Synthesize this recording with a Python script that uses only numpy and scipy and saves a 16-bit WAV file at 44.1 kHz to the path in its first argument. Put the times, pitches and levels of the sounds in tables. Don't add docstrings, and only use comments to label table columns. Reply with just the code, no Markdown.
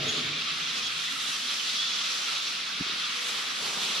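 import sys
import numpy as np
from scipy import signal
from scipy.fft import rfft, irfft
from scipy.io import wavfile

SR = 44100
rng = np.random.default_rng(int(sys.argv[2]) if len(sys.argv) > 2 else 0)


def store_pcm(level_fs):
    pcm = np.round(np.clip(level_fs, -1, 1) * 32767).astype(np.int16)
    wavfile.write(sys.argv[1], SR, np.atleast_2d(pcm).T)


N = 176400


def from_db(db):
    return 10 ** (np.asarray(db) / 20)


def rms_one(x):
    return x / np.sqrt(np.mean(x ** 2) + 1e-20)


def seconds():
    return np.arange(N) / SR


def at_hz(points, hz):
    freqs, values = np.transpose(points)
    return np.interp(np.log(hz + 1e-9), np.log(freqs), values)


def pan(db):
    return from_db(np.array([[.5], [-.5]]) * db)


def swell(when, width):
    return np.exp(-((seconds() - when) / width) ** 2 / 2)


def drift(per_s):
    step, warm_up = 40, 2000
    memory = np.exp(-2 * np.pi * step * per_s / SR)
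    white = rng.standard_normal(N // step + warm_up + 2)
    slow = signal.lfilter([1], [1, -2 * memory, memory * memory], white)[warm_up:]
    return np.interp(np.arange(N) / step, np.arange(len(slow)), rms_one(slow))


# (frequency [Hz], likeness [1 = the same])
EAR_LIKENESS = [(40, 0.31), (140, 0.78), (400, 0.81), (750, 0.43), (1400, 0.25), (2500, 0.43), (3400, 0.72),
                (4300, 0.56), (5200, 0.31), (7600, -0.18), (13000, 0.0043)]
# (frequency [Hz], left minus right [dB])
EAR_BALANCE = [(300, 0.4), (850, 1), (1250, -2.4), (2500, -1.4), (4500, 0.1), (6500, -1), (8700, 1.5),
               (10200, 4), (12500, 1.5)]


def coloured(white, colour):
    hz = np.arange(N // 2 + 1) * SR / N
    mid, side = rfft(white)
    alike = at_hz(EAR_LIKENESS, hz)
    pair = np.sqrt(1 + alike) * mid + np.sqrt(1 - alike) * side * [[1], [-1]]
    return pair * pan(at_hz(EAR_BALANCE, hz)) * from_db(at_hz(colour, hz)) * np.sqrt(SR) / 2


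def bands(spectra, count):
    hz = np.arange(N // 2 + 1) * SR / N
    centres = np.geomspace(100, 13000, count)
    for centre, weights in zip(centres, np.eye(count)):
        yield centre, irfft(spectra * np.interp(hz, centres, weights), N)


def noise(colour):
    return irfft(coloured(rng.standard_normal((2, N)), colour), N)


# (time [s], width [s], level [dB])
PUFFS = [(.07, 0.035, -45), (.28, 0.032, -48.5), (.9, 0.054, -55)]
# (frequency [Hz], relative level [dB])
PUFF_COLOUR = [(25, -25), (60, -15), (115, -2), (170, -10), (400, -41)]


def air_puffs():
    loudness = sum(from_db(db) * swell(when, width) for when, width, db in PUFFS)
    return loudness * rms_one(noise(PUFF_COLOUR))


# (time [s], level change [dB])
BREEZE_RISE = [(0, -25), (3.1, -17.5), (3.3, -3), (3.56, -11.5), (3.64, 1.5), (4, -0.5)]
# (frequency [Hz], level before that change [dB per Hz])
BREEZE_COLOUR = [(30, -87), (95, -96), (160, -77.5), (220, -73), (290, -80), (400, -73), (600, -76),
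                 (950, -73), (1400, -78), (2500, -100)]


def breeze():
    level_db = np.interp(seconds(), *np.transpose(BREEZE_RISE))
    return from_db(level_db) * noise(BREEZE_COLOUR)


# (time [s], pitch [Hz], level [dB])
KNOCKS = [(2.804, 245, -34), (2.811, 225, -22.5), (2.822, 229, -31), (2.867, 300, -38.5), (2.899, 320, -39),
          (2.925, 282, -39), (2.937, 224, -41), (2.962, 260, -43)]


def microphone_bump(width_cycles=0.43, push_db=-22, push_s=0.0036):
    out = 0
    for when, hz, db in KNOCKS:
        t = seconds() - when
        swing = np.exp(-(t * hz / width_cycles) ** 2 / 2) * np.cos(2 * np.pi * hz * t)
        push = -t / push_s * np.exp(-(t / push_s) ** 2 / 2)
        out = out + from_db(db) * (swing + from_db(push_db) * push)
    return out


def wavering(hz, depth=0.57, per_s=6.1):
    sway = 1 + depth * (drift(per_s) + 1j * drift(per_s))
    return np.imag(sway * np.exp(2j * np.pi * hz * seconds()))


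# (pitch [Hz], starting level [dB], time to fade by 60 dB [s])
HOLLOW_NOTES = [(157.5, -51, 3.9), (249.4, -50, 1.8), (436, -50.5, 2.1), (641, -52, 0.86)]
# (time [s], width [s], pitch [Hz], level [dB])
FAINT_TONES = [(.82, 0.12, 494, -59), (.88, 0.13, 730, -60), (1.8, 0.22, 485, -63), (3.2, .12, 486, -57.5)]


def hollow():
    ringing = sum(from_db(db - 60 * seconds() / fade_s) * wavering(hz) for hz, db, fade_s in HOLLOW_NOTES)
    tones = sum(from_db(db) * swell(when, width) * wavering(hz) for when, width, hz, db in FAINT_TONES)
    return ringing + tones


# (frequency [Hz], starting level [dB per Hz])
RUMBLE_COLOUR = [(30, -85), (85, -91), (135, -71), (200, -72), (260, -68.5), (310, -67), (385, -69.5),
                 (435, -67.5), (490, -72.5), (650, -69.5), (900, -78.5), (1400, -100)]


def rumble(hold_s=0.059):
    fading_s = np.maximum(seconds() - hold_s, 0)
    out = 0
    for hz, band in bands(coloured(rng.standard_normal((2, N)), RUMBLE_COLOUR), count=10):
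        fall_db_per_s = 17 * (hz / 150) ** 0.49
        out = out + band * from_db(-fall_db_per_s * fading_s)
    return out


# (time [s], width [s], pitch [Hz], level [dB])
RUMBLE_THROBS = [(0.031, 0.029, 144, -37), (.083, .02, 248, -40.5), (.085, 0.013, 440, -41),
                 (.17, 0.0093, 427, -42), (.19, 0.017, 157, -38), (.2, 0.029, 246.5, -42),
                 (.254, 0.0089, 149, -38), (.296, .011, 145, -39), (.362, 0.013, 158, -44),
                 (.53, .025, 157, -48.5), (.63, 0.0098, 162, -42), (.77, 0.022, 237, -50),
                 (.83, .015, 228, -50.5), (1.08, 0.013, 165, -52), (1.14, 0.014, 278, -46.5),
                 (1.44, 0.021, 250, -49.5)]


def throbs(sag_per_s=0.95):
    out = 0
    for when, width, hz, db in RUMBLE_THROBS:
        t = seconds() - when
        cycles = hz * (t - sag_per_s * t * t / 2) + rng.random()
        out = out + from_db(db) * swell(when, width) * np.sin(2 * np.pi * cycles)
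    return out


def rock_echo(sound, fade_s=1):
    t = np.arange(SR) / SR
    tail = rng.standard_normal((2, SR)) * from_db(-60 * t / fade_s)
    tail /= np.sqrt(np.sum(tail ** 2, axis=1, keepdims=True))
    return signal.fftconvolve(sound, tail, axes=1)[:, :N]


# (time [s], pitch [Hz], width [s], level [dB],
# overtone compared with the main tone [dB], slide [share of pitch per s])
BIRD_CHIRPS = [(.094, 3340, 0.0083, -26, -6, .5), (.15, 3410, .03, -41, -7, 0.076),
               (.862, 3310, .014, -31, -15, 0), (.915, 3320, 0.0193, -42, -20, 0),
               (1.46, 3290, 0.027, -40, -17, 0), (1.509, 3235, 0.0121, -33.5, -22, 0),
               (1.8, 3370, 0.011, -28.5, -31, .9), (1.84, 3475, .024, -32, -27, .3),
               (1.915, 3446, .035, -35, -27, -.1)]


def bird(arch=0.0073, roughness=0.01505, pan_db=-4.5):
    out = 0
    for when, hz, width, db, overtone_db, slide in BIRD_CHIRPS:
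        offset = np.clip((seconds() - when) / width, -10, 10)
        bend = slide * offset * width - arch * offset ** 2 / 2
        pitch = hz * (1 + bend + roughness * drift(per_s=327))
        phase = 2 * np.pi * np.cumsum(pitch) / SR
        tone = np.sin(phase) + from_db(overtone_db) * np.sin(2 * phase)
        out = out + from_db(db) * swell(when, width) * tone
    return pan(pan_db) * out


# (time [s], pitch [Hz], level [dB], left minus right [dB],
# time to fade by 60 dB [s], slide [share of pitch per s])
POOL_DROPS = [(.178, 1198, -38.5, -15, .06, 0.5), (.326, 2422, -32.5, -7, .08, -0.8),
              (.471, 1320, -34.5, -13, .08, 1), (.484, 1195, -40, -11, .06, -2.5),
              (.623, 6230, -40, -8, .06, -0.5), (.785, 2540, -32, -3, .08, 0.5),
              (.897, 1625, -39, -6, .06, 0), (1.067, 4030, -33, 2, .07, -2.5),
              (1.079, 2014, -31, -1, .06, -2), (1.112, 1365, -38, -4, 0.083, 0),
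              (1.156, 1342, -33, -10, .07, -2.5), (1.329, 5930, -34, -2, 0.098, 0),
              (1.593, 3060, -32, -15, 0.072, -1), (2.064, 1393, -40, -6, .07, 0),
              (2.28, 1365, -31.5, -8, .13, -0.7), (2.696, 1550, -41, -15, .07, -2.5),
              (2.861, 1464, -40, -12, 0.078, -0.5), (3.379, 1065, -42, -4, .07, 2),
              (3.389, 2106, -39, -12, .07, -1), (3.494, 5560, -36, -7, .07, 0),
              (3.69, 2460, -36, -10, .07, -1), (3.738, 1580, -39.5, -9, 0.049, 2),
              (3.771, 958, -41, 4, 0.063, 3)]
DROP_RISE_S = 0.0054


def drops(roughness=0.02):
    t = np.arange(SR // 4) / SR
    out = np.zeros((2, N + SR))
    shake = roughness * drift(per_s=150)
    for when, hz, db, pan_db, fade_s, slide in POOL_DROPS:
        start = int(when * SR)
        loudness = np.minimum(t / DROP_RISE_S, from_db(-60 * (t - DROP_RISE_S) / fade_s))
        pitch = hz * (1 + slide * t + np.roll(shake, -start)[:len(t)])
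        tone = np.sin(2 * np.pi * np.cumsum(pitch) / SR)
        out[:, start:start + len(t)] += from_db(db) * pan(pan_db) * loudness * tone
    return out[:, :N]


# (frequency [Hz], relative level [dB])
WATER_COLOUR = [(30, -88.5), (100, -100.5), (150, -78.5), (260, -77.5), (340, -84), (430, -82),
                (560, -83.5), (950, -80), (1150, -70), (1370, -67.5), (1600, -72), (2100, -70),
                (2700, -66.5), (3050, -66.5), (3350, -64), (4000, -65.5), (4700, -69), (5800, -71),
                (7000, -77.5), (8100, -80), (8900, -86.5), (10100, -83.5), (12000, -91.5), (14000, -99.9)]


def drips(per_s=85, level_db=-44.5, fade_s=0.17, low_hz=1603.6, high_hz=6378, rise_per_s=0.28):
    t = np.arange(SR // 4) / SR
    out = np.zeros((2, N + SR))
    loudness = (1 - np.exp(-t / DROP_RISE_S)) * from_db(-60 * t / fade_s)
    for when, highness, smallness, side in rng.random((1000, 4))[:int(per_s * N / SR)]:
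        start = int(when * N)
        hz = low_hz + highness * (high_hz - low_hz)
        size_db = -np.log(smallness + .05)
        gain = from_db(at_hz(WATER_COLOUR, hz) + size_db) * pan(12 * (side - .5))
        tone = np.sin(2 * np.pi * hz * (t + rise_per_s * t * t / 2))
        out[:, start:start + len(t)] += gain * loudness * tone
    return from_db(level_db) * rms_one(out[:, :N])


def splashes(per_s=5000, spread_db=2.5, power_share=0.22):
    hits = rng.random((2, N)) < per_s / SR
    sizes = from_db(spread_db * np.minimum(rng.exponential(1, (2, N)), 5))
    clicks = rms_one(hits * sizes * rng.choice([-1, 1], (2, N)))
    return np.sqrt(power_share) * clicks + np.sqrt(1 - power_share) * rng.standard_normal((2, N))


# (time [s], low-middle [dB], middle [dB], upper-middle [dB], treble [dB])
HISS_SURGES = [(0, 0.5, 2.5, -2, -8), (.13, 0.5, 2, -2, -1), (.32, 0, 1.3, -3.5, -7),
               (.7, 0.5, 0.7, -1.5, -2), (.77, -0.8, -2.2, 0.2, -3), (.93, -0.9, 0, -2.5, -1.5),
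               (1.27, -0.5, -0.6, -1.5, 3), (1.38, -1, -1.5, 0, 1), (1.6, -0.5, 1, 2.5, 2.5),
               (1.87, -0.5, 2.5, 3.5, -0.5), (2.03, 0.5, 0.5, 2.5, -1), (2.13, 0.5, 0.8, 2.5, 2.5),
               (2.5, -1, 0.7, 1, -1.5), (2.76, -1.5, -1.3, -3, -3.5), (2.87, 1, 1.5, -0.8, -4),
               (3.12, 0.5, -0.4, -2, -1.8), (3.3, 1.6, 0.8, 0.5, 5), (3.54, 1.1, -3.5, -2.5, -1.5),
               (3.66, -0.3, 1, 0.3, 5), (3.77, -0.5, -2, 0, 2.5), (3.86, -0.5, 3.5, 0.5, 4.5),
               (4, 2, 2, 1.5, 2.5)]
SURGE_CENTRES = [1780, 3750, 5600, 8060]
# (time [s], level change [dB])
HISS_BODY = [(0, 0), (.55, -1.5), (.85, -0.5), (1.1, -2.5), (1.3, 0.5), (1.7, 1), (2.0, 0), (2.2, 3),
             (2.65, 0.5), (2.95, 2), (3.13, -5), (3.3, 0.5), (4, -0.5)]
# (time [s], width [s], lift [dB])
WATER_GUSHES = [(.77, 0.018, 2.5), (.86, 0.013, 1), (1.0, 0.021, 1.2), (1.29, 0.036, 1), (2.33, .05, 1.5)]


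def falling_water(level_db=-0.82, bright_above_hz=900, body_low_hz=340, body_high_hz=950):
    t, surges = seconds(), np.array(HISS_SURGES)
    hiss = coloured(splashes(), WATER_COLOUR)
    flutter_db = 0.55 * drift(per_s=14.4)
    gush_db = sum(db * swell(when, width) for when, width, db in WATER_GUSHES)
    out = 0
    for hz, band in bands(hiss, count=24):
        levels = [np.interp(np.log(hz), np.log(SURGE_CENTRES), row[1:]) for row in surges]
        surge_db = np.interp(t, surges[:, 0], levels) * (hz > bright_above_hz)
        body_db = np.interp(t, *np.transpose(HISS_BODY)) * (body_low_hz < hz < body_high_hz)
        band_flutter_db = 0.92 * drift(per_s=11.2)
        out = out + band * from_db(level_db + surge_db + body_db + gush_db + flutter_db + band_flutter_db)
    return out


def scene():
    plinks, patter, chirps = drops(), drips(), bird()
    echo = rock_echo(from_db(-1.5) * plinks + from_db(-4.5) * patter + from_db(-3) * chirps)
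    water = falling_water() + plinks + patter
    boom = rumble() + throbs() + hollow()
    return water + chirps + echo + boom + air_puffs() + breeze() + microphone_bump()


def record(dry, cutoff_hz=14300):
    return signal.sosfilt(signal.ellip(10, .1, 80, cutoff_hz, fs=SR, output="sos"), dry)


dry = scene()
out = record(dry)
store_pcm(out)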